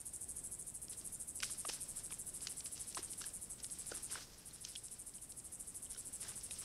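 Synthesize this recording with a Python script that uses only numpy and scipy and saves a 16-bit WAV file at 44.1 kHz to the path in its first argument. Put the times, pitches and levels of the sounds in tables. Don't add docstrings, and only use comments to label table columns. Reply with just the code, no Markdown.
import sys
import numpy as np
from scipy import signal
from scipy.fft import rfft, irfft, next_fast_len
from scipy.io import wavfile
from scipy.ndimage import map_coordinates

SR = 44100
rng = np.random.default_rng(int(sys.argv[2]) if len(sys.argv) > 2 else 0)


def digitize_waveform(pressure):
    field = np.atleast_2d(pressure).T
    bounded = np.clip(field, -1, 1)
    quanta = np.round(bounded * 32767).astype(np.int16)
    wavfile.write(sys.argv[1], SR, quanta)


def undo_db(level):
    steps = np.asarray(level, float) / 20
    return 10 ** steps


N = 292824

# pitch_hz, density_db (per Hz)
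AIR_COLOUR = [(9, -52), (15, 1), (48, 0.5), (115, -1.5), (260, -6.5), (600, -13.5), (1300, -21),
              (4400, -27), (8500, -18.5), (11500, -24), (13100, -23), (15600, -30)]
# start_s, level_db
AIR_LEVEL = [(0.0, -61.5), (1.5, -60), (3.9, -60.5), (4.99, -63), (6.64, -59.5)]

# start_s (first stroke), period_s (between strokes)
SONG_PHRASES = [
    (-.0265, .0761),
    (3.622, .0775),
    (4.373, .07597),
]
STROKE_COUNTS = [47, 7, 34]
# start_s, level_db
SCRAPE_EFFORT = [(0, -47), (.45, -46), (.7, -48), (1.2, -46.5), (1.5, -44), (1.75, -45.5), (2.0, -46),
                 (3.5, -47), (3.63, -46.5), (4.12, -46), (4.37, -61), (4.45, -53), (4.53, -55),
                 (4.62, -52.5), (4.8, -50), (5.3, -51), (5.55, -48.5), (6.6, -46.5)]
TIRED_S, TIRED_STROKES = .018, 1.6
STROKE_S, LONGER_PER_DB = .041, .017
LENGTH_SCATTER, TIME_SCATTER_S, LEVEL_SCATTER_DB = .045, .001, .3
# delay_s, level_db
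NEAR_ECHOES = [
    (.00353, -10),
    (.0071, -17),
]
# pitch_hz, density_db (per Hz)
UNDERGROWTH = [(5000, -12), (6800, -7), (7700, -1), (8550, 1), (9200, -3), (10500, -5), (12000, -8),
               (15000, -12)]

# start_s, level_db
STIRRING = [(0.0, -71), (0.87, -80), (1.03, -68.5), (1.4, -83), (1.63, -62.5), (2.24, -71.5), (2.46, -64.5),
            (3.12, -63), (3.6, -72.5), (3.77, -61), (4.33, -63), (5.25, -71.5), (5.79, -72.5),
            (6.42, -62.5), (6.64, -59.5)]
# start_s, length_s, level_db, wetness_db, rise_s
HOOF_SCUFFS = [(0.909, 0.024, -63, -1, 0.0092), (1.421, 0.083, -50, -9, 0.0055),
               (1.68, 0.065, -52.5, -4.5, 0.0065), (1.943, 0.054, -63.5, -1, 0.012),
               (2.095, 0.056, -64.5, -2, .006), (2.402, 0.097, -67.5, 0, 0.012),
               (2.659, 0.0072, -54, -9, .003), (2.747, 0.066, -64.5, -4, 0.011),
               (2.964, 0.025, -55, 8, 0.0054), (3.003, 0.048, -77, 11, .01),
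               (3.204, 0.043, -58, -1, 0.0058), (3.58, 0.043, -65.5, -2.5, 0.0087),
               (3.887, 0.042, -61, 2.5, 0.019), (3.953, 0.023, -63, 1, .01), (4.10, 0.048, -56.5, 0, .004),
               (4.135, 0.037, -58, 4, 0.032), (4.637, 0.088, -62, -23, .006),
               (5.894, 0.063, -65, -17, 0.022), (6.191, 0.051, -57, 2.5, 0.065),
               (6.61, 0.02, -59, -4, 0.0068)]
# pitch_hz, density_db (per Hz)
DRY_LITTER = [(300, -120), (600, -48), (1200, -22.5), (2500, -11.5), (4200, -8), (5300, -2), (6500, -6.5),
              (9000, -11), (12000, -15.5), (16000, -49)]
# pitch_hz, density_db (per Hz)
WET_MUD = [(120, -120), (250, -1), (700, -6), (1500, -0.5), (2500, -6.5), (4000, -4), (8000, -120)]
SWISH_DB, SWISH_FOLLOWS = -6.5, 0.6

# start_s, peak_db, smack_db (against the crack)
TWIG_SNAPS = [(0.8833, -40, -17), (1.403, -33.5, -10), (1.425, -32.5, -9), (1.429, -32, -1),
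              (1.4334, -24, -8), (1.443, -32, -32), (1.651, -43.5, 0), (1.6894, -32, -6.5),
              (1.695, -35.5, -1), (1.6988, -30, -12), (2.107, -53, 8), (2.1228, -54, 12),
              (2.4704, -28, -10.5), (2.4731, -32.5, -12), (2.659, -39, -8), (2.9476, -32, -17),
              (2.9754, -38, -10), (3.218, -34.5, -10), (3.241, -40, -7), (3.644, -37.5, -10),
              (3.916, -36.5, -13), (3.9205, -40, -9), (4.099, -48.5, 1), (4.154, -44.5, 2),
              (4.65, -31.5, -16.5), (4.7536, -40, -7), (4.7603, -42, -16), (5.9479, -41, -18),
              (6.227, -51.5, 1), (6.51, -36.5, -4.5)]
# start_s, peak_db
FAINT_SNAPS = [(0.933, -44), (1.0136, -46), (1.3917, -48), (1.4124, -44.5), (1.961, -53), (2.06, -44.5),
               (2.407, -43), (2.484, -40), (2.606, -37.5), (2.778, -39.5), (2.926, -40.5), (3.1336, -39),
               (3.46, -55), (3.602, -43), (3.7, -44), (3.86, -41.5), (4.333, -52), (4.5103, -54),
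               (4.565, -66), (4.883, -46.5), (5.139, -49), (5.183, -49.5), (5.321, -46), (5.401, -50),
               (5.746, -48), (5.763, -55.5), (5.9314, -47), (6.4113, -41.5)]
# pitch_hz, density_db (per Hz)
CRACK_COLOUR = [(900, -120), (2500, -25), (3800, -14.5), (5300, -3.5), (6500, -8), (8500, -13.5),
                (12000, -28), (16000, -55)]
# pitch_hz, density_db (per Hz)
SMACK_COLOUR = [(150, -120), (400, -10), (1000, -15), (1600, -6.5), (3000, 0.5), (4200, -14.5),
                (9000, -120)]
FAINT_SMACK_DB, SNAP_T60_S = -16.5, .012

# start_s, peak_db, pitch_hz
ANTLER_TIPS = [
    (1.404, -54, 3200),
    (2.4697, -70, 3320),
    (4.5094, -53, 4180),
    (4.7584, -37, 3300),
    (5.183, -58, 3100),
    (5.8636, -53.5, 3120),
    (5.961, -53, 3100),
    (6.508, -47, 3800),
]
# start_s, peak_db, pitch_hz
MUD_POCKETS = [(1.43, -37.5, 1530), (1.65, -36.5, 1146), (1.6505, -44.5, 600), (1.688, -41, 454),
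               (1.697, -44, 800), (2.105, -53, 577), (2.108, -51, 1200), (2.1217, -56, 990),
               (2.416, -50.5, 385), (2.9705, -36.5, 1010), (2.974, -46, 1340), (2.975, -45, 770),
               (2.99, -41, 330), (2.989, -50, 900), (1.69, -49, 280), (3.214, -43, 1370), (3.24, -45, 1640),
               (3.912, -52, 800), (3.917, -49, 306), (3.918, -37.5, 510), (3.922, -45, 570),
               (4.154, -44, 1000), (4.156, -37, 1500), (5.949, -57, 1470), (5.962, -53, 1390)]
# start_s, peak_db, pitch_hz
HOOF_KNOCKS = [
    (1.4317, -39.5, 1380),
    (2.9784, -48, 1380),
    (3.919, -41, 1465),
    (4.114, -54, 1290),
    (4.129, -48.5, 1540),
    (4.185, -53, 1450),
    (6.25, -54, 1600),
    (6.271, -52, 1740),
]
POCKET_T60_S, LARGER_LONGER, POCKET_RISE = .015, .3, 6
TIP_T60_S, KNOCK_T60_S = 0.016, 0.019

TOP_HZ = 15720


def unit(x):
    return x / np.sqrt(np.mean(x ** 2) + 1e-20)


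def along(points, hz):
    f, v = np.transpose(points)
    return np.interp(np.log(hz + 1), np.log(f + 1), v)


def level_curve(rows):
    s, db = np.transpose(rows)
    return np.interp(np.arange(N) / SR, s, db)


def wobble(rate):
    knots = rng.standard_normal(int(N * rate / SR) + 4)
    return map_coordinates(knots, [np.arange(N) * rate / SR])


def filtered(x, response):
    m = next_fast_len(len(x) + 8192)
    return irfft(rfft(x, m) * response(np.fft.rfftfreq(m, 1 / SR)), m)[:len(x)]


def coloured(x, spectrum):
    return filtered(x, lambda hz: undo_db(along(spectrum, hz)))


def air():
    level_db = level_curve(AIR_LEVEL) + 0.39 * wobble(4.7)
    return undo_db(level_db) * unit(coloured(rng.standard_normal(N), AIR_COLOUR))


def strokes():
    order = np.concatenate([np.arange(n) for n in STROKE_COUNTS])
    left = np.concatenate([np.arange(n)[::-1] for n in STROKE_COUNTS])
    first, period = np.repeat(SONG_PHRASES, STROKE_COUNTS, axis=0).T
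    chance = rng.standard_normal((len(order), 3))
    start = first + period * order + TIRED_S * np.exp(-left / TIRED_STROKES)
    start = start + TIME_SCATTER_S * chance[:, 0]
    db = np.interp(start, *np.transpose(SCRAPE_EFFORT)) + LEVEL_SCATTER_DB * chance[:, 1]
    length = STROKE_S * np.exp(LONGER_PER_DB * (db + 47) + LENGTH_SCATTER * chance[:, 2])
    return np.array([start, db, length])[..., None]


def wing_clicks(teeth=14):
    start, db, length = strokes()
    chance = rng.standard_normal((len(start), 4, teeth))
    gaps = (1 + 3.6 * np.linspace(0, 1, teeth) ** 2.2) * np.exp(.17 * chance[:, 0])
    late = np.cumsum(gaps, axis=1) - gaps[:, :1]
    late = late / late[:, -1:] * length
    swell_db = -17 * np.clip(1 - late / .01, 0, 1) - 3 * np.clip(1 - late / .02, 0, 1)
    swell_db = swell_db - 2.5 * (late / length) ** 8
    size = undo_db(db + 1.3 * chance[:, 2] + swell_db)[..., None]
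    droop_hz = 750 * np.clip((db + 57) / 6, 0, 1) * late / length
    wing_hz = (9830 - droop_hz + 260 * chance[:, 1])[..., None]

    def ring(t):
        return np.exp(-.5 * (t / .000118) ** 2) * np.sin(2 * np.pi * wing_hz * t)

    t = np.arange(-20, 50) / SR
    tick = undo_db(-16) * np.exp(-.5 * (t / .0001) ** 2) * np.sin(2 * np.pi * 6600 * t)
    rebound = t - .000475 - .00003 * chance[:, 3, :, None]
    answer = np.clip(.3 + late / .02, 0, 1.1)[..., None]
    shape = size * (ring(t) + tick + answer * ring(rebound))
    index = np.round((start + late) * SR).astype(int)[..., None] + np.arange(len(t))
    heard = (index >= 0) & (index < N)
    return np.bincount(index[heard], shape[heard], N)


def cricket():
    clicks = wing_clicks()

    def echoes(hz):
        return 1 + sum(undo_db(g) * np.exp(-2j * np.pi * hz * s) for s, g in NEAR_ECHOES)

    near = filtered(clicks, echoes)
    t = np.arange(SR // 2) / SR
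    fade = undo_db(-1.5 - 60 * t / .09) + undo_db(-9.5 - 60 * t / .6)
    tail = coloured(rng.standard_normal(len(t)), UNDERGROWTH) * fade * (t > .0008)
    tail *= undo_db(-9) / np.linalg.norm(tail)
    return undo_db(12.0) * (near + signal.fftconvolve(clicks, tail)[:N])


def drag():
    level_db, t = level_curve(STIRRING), np.arange(N) / SR
    dry = undo_db(level_db)
    wet = undo_db(SWISH_DB - 68 + SWISH_FOLLOWS * (level_db + 64.5))
    for s, length, db, wetness_db, rise in HOOF_SCUFFS:
        along_scuff = np.clip((t - s - rise) / length, 0, None)
        shape = np.clip((t - s) / rise, 0, 1) * undo_db(db - 4.75 * along_scuff ** 2)
        dry += shape
        wet += shape * undo_db(wetness_db - 7)
    grains = (rng.random(N) < 2200 / SR) * undo_db(1.5 * rng.exponential(size=N)) * rng.standard_normal(N)
    crackle = unit(coloured(0.89 * unit(grains) + rng.standard_normal(N), DRY_LITTER))
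    swish = unit(coloured(0.92 * unit(grains[::-1]) + rng.standard_normal(N), WET_MUD))
    return undo_db(1.8 * wobble(50)) * dry * crackle + undo_db(3 * wobble(90)) * wet * swish


def breaking(rows, lead=SR // 500):
    out, t = np.zeros(N + SR), np.arange(SR // 10) / SR
    fade = undo_db(-60 * t / SNAP_T60_S) + undo_db(-14.5 - 60 * t / 0.047)
    for s, db, smack_db in rows:
        spatter = rng.standard_normal(len(t)) * fade
        spatter[0] += 4
        spatter = np.pad(spatter, (lead, 0))[:len(t)]
        crack, smack = coloured(spatter, CRACK_COLOUR), coloured(spatter, SMACK_COLOUR)
        burst = crack / np.abs(crack).max() + undo_db(smack_db) * smack / np.abs(smack).max()
        out[round(s * SR) - lead:][:len(t)] += undo_db(db) * burst
    return out[:N]


def snaps():
    return breaking(TWIG_SNAPS)


def faint_snaps():
    return breaking([(s, db, FAINT_SMACK_DB) for s, db in FAINT_SNAPS])


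def ringing(rows, count=3):
    out, t = np.zeros(N + SR), np.arange(SR // 10) / SR
    for s, db, hz, t60, rise in rows:
        for k, (wait, smaller) in enumerate(rng.random((count, 2))):
            age = np.clip(t - 0.00303 * k * wait, 0, None)
            pitch = hz * np.exp(.4 * k * (smaller - .5))
            phase = 2 * np.pi * pitch * (age + rise * age ** 2)
            level = undo_db(db + 2.5 - 5.4 * k - 60 * age / t60) * (1 - np.exp(-age / 0.00036))
            out[round(s * SR):][:len(t)] += level * np.sin(phase)
    return filtered(out[:N], lambda hz: (1j * hz / (170 + 1j * hz)) ** 2)


def antler_clicks():
    return ringing([(*row, TIP_T60_S, 0) for row in ANTLER_TIPS])


def plops():
    return ringing([(s, db, hz, POCKET_T60_S * (1000 / hz) ** LARGER_LONGER, POCKET_RISE)
                    for s, db, hz in MUD_POCKETS])


def knocks():
    return ringing([(*row, KNOCK_T60_S, 0) for row in HOOF_KNOCKS])


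def scene():
    deer = drag() + snaps() + faint_snaps() + antler_clicks() + plops() + knocks()
    return (air() + cricket() + deer)[None]


def band_limit(x):
    return signal.sosfilt(signal.butter(12, 15720, fs=SR, output="sos"), x)


def record(dry):
    mix = filtered(dry[0], lambda hz: hz < TOP_HZ)[None]
    return band_limit(mix)


dry = scene()
out = record(dry)
digitize_waveform(out)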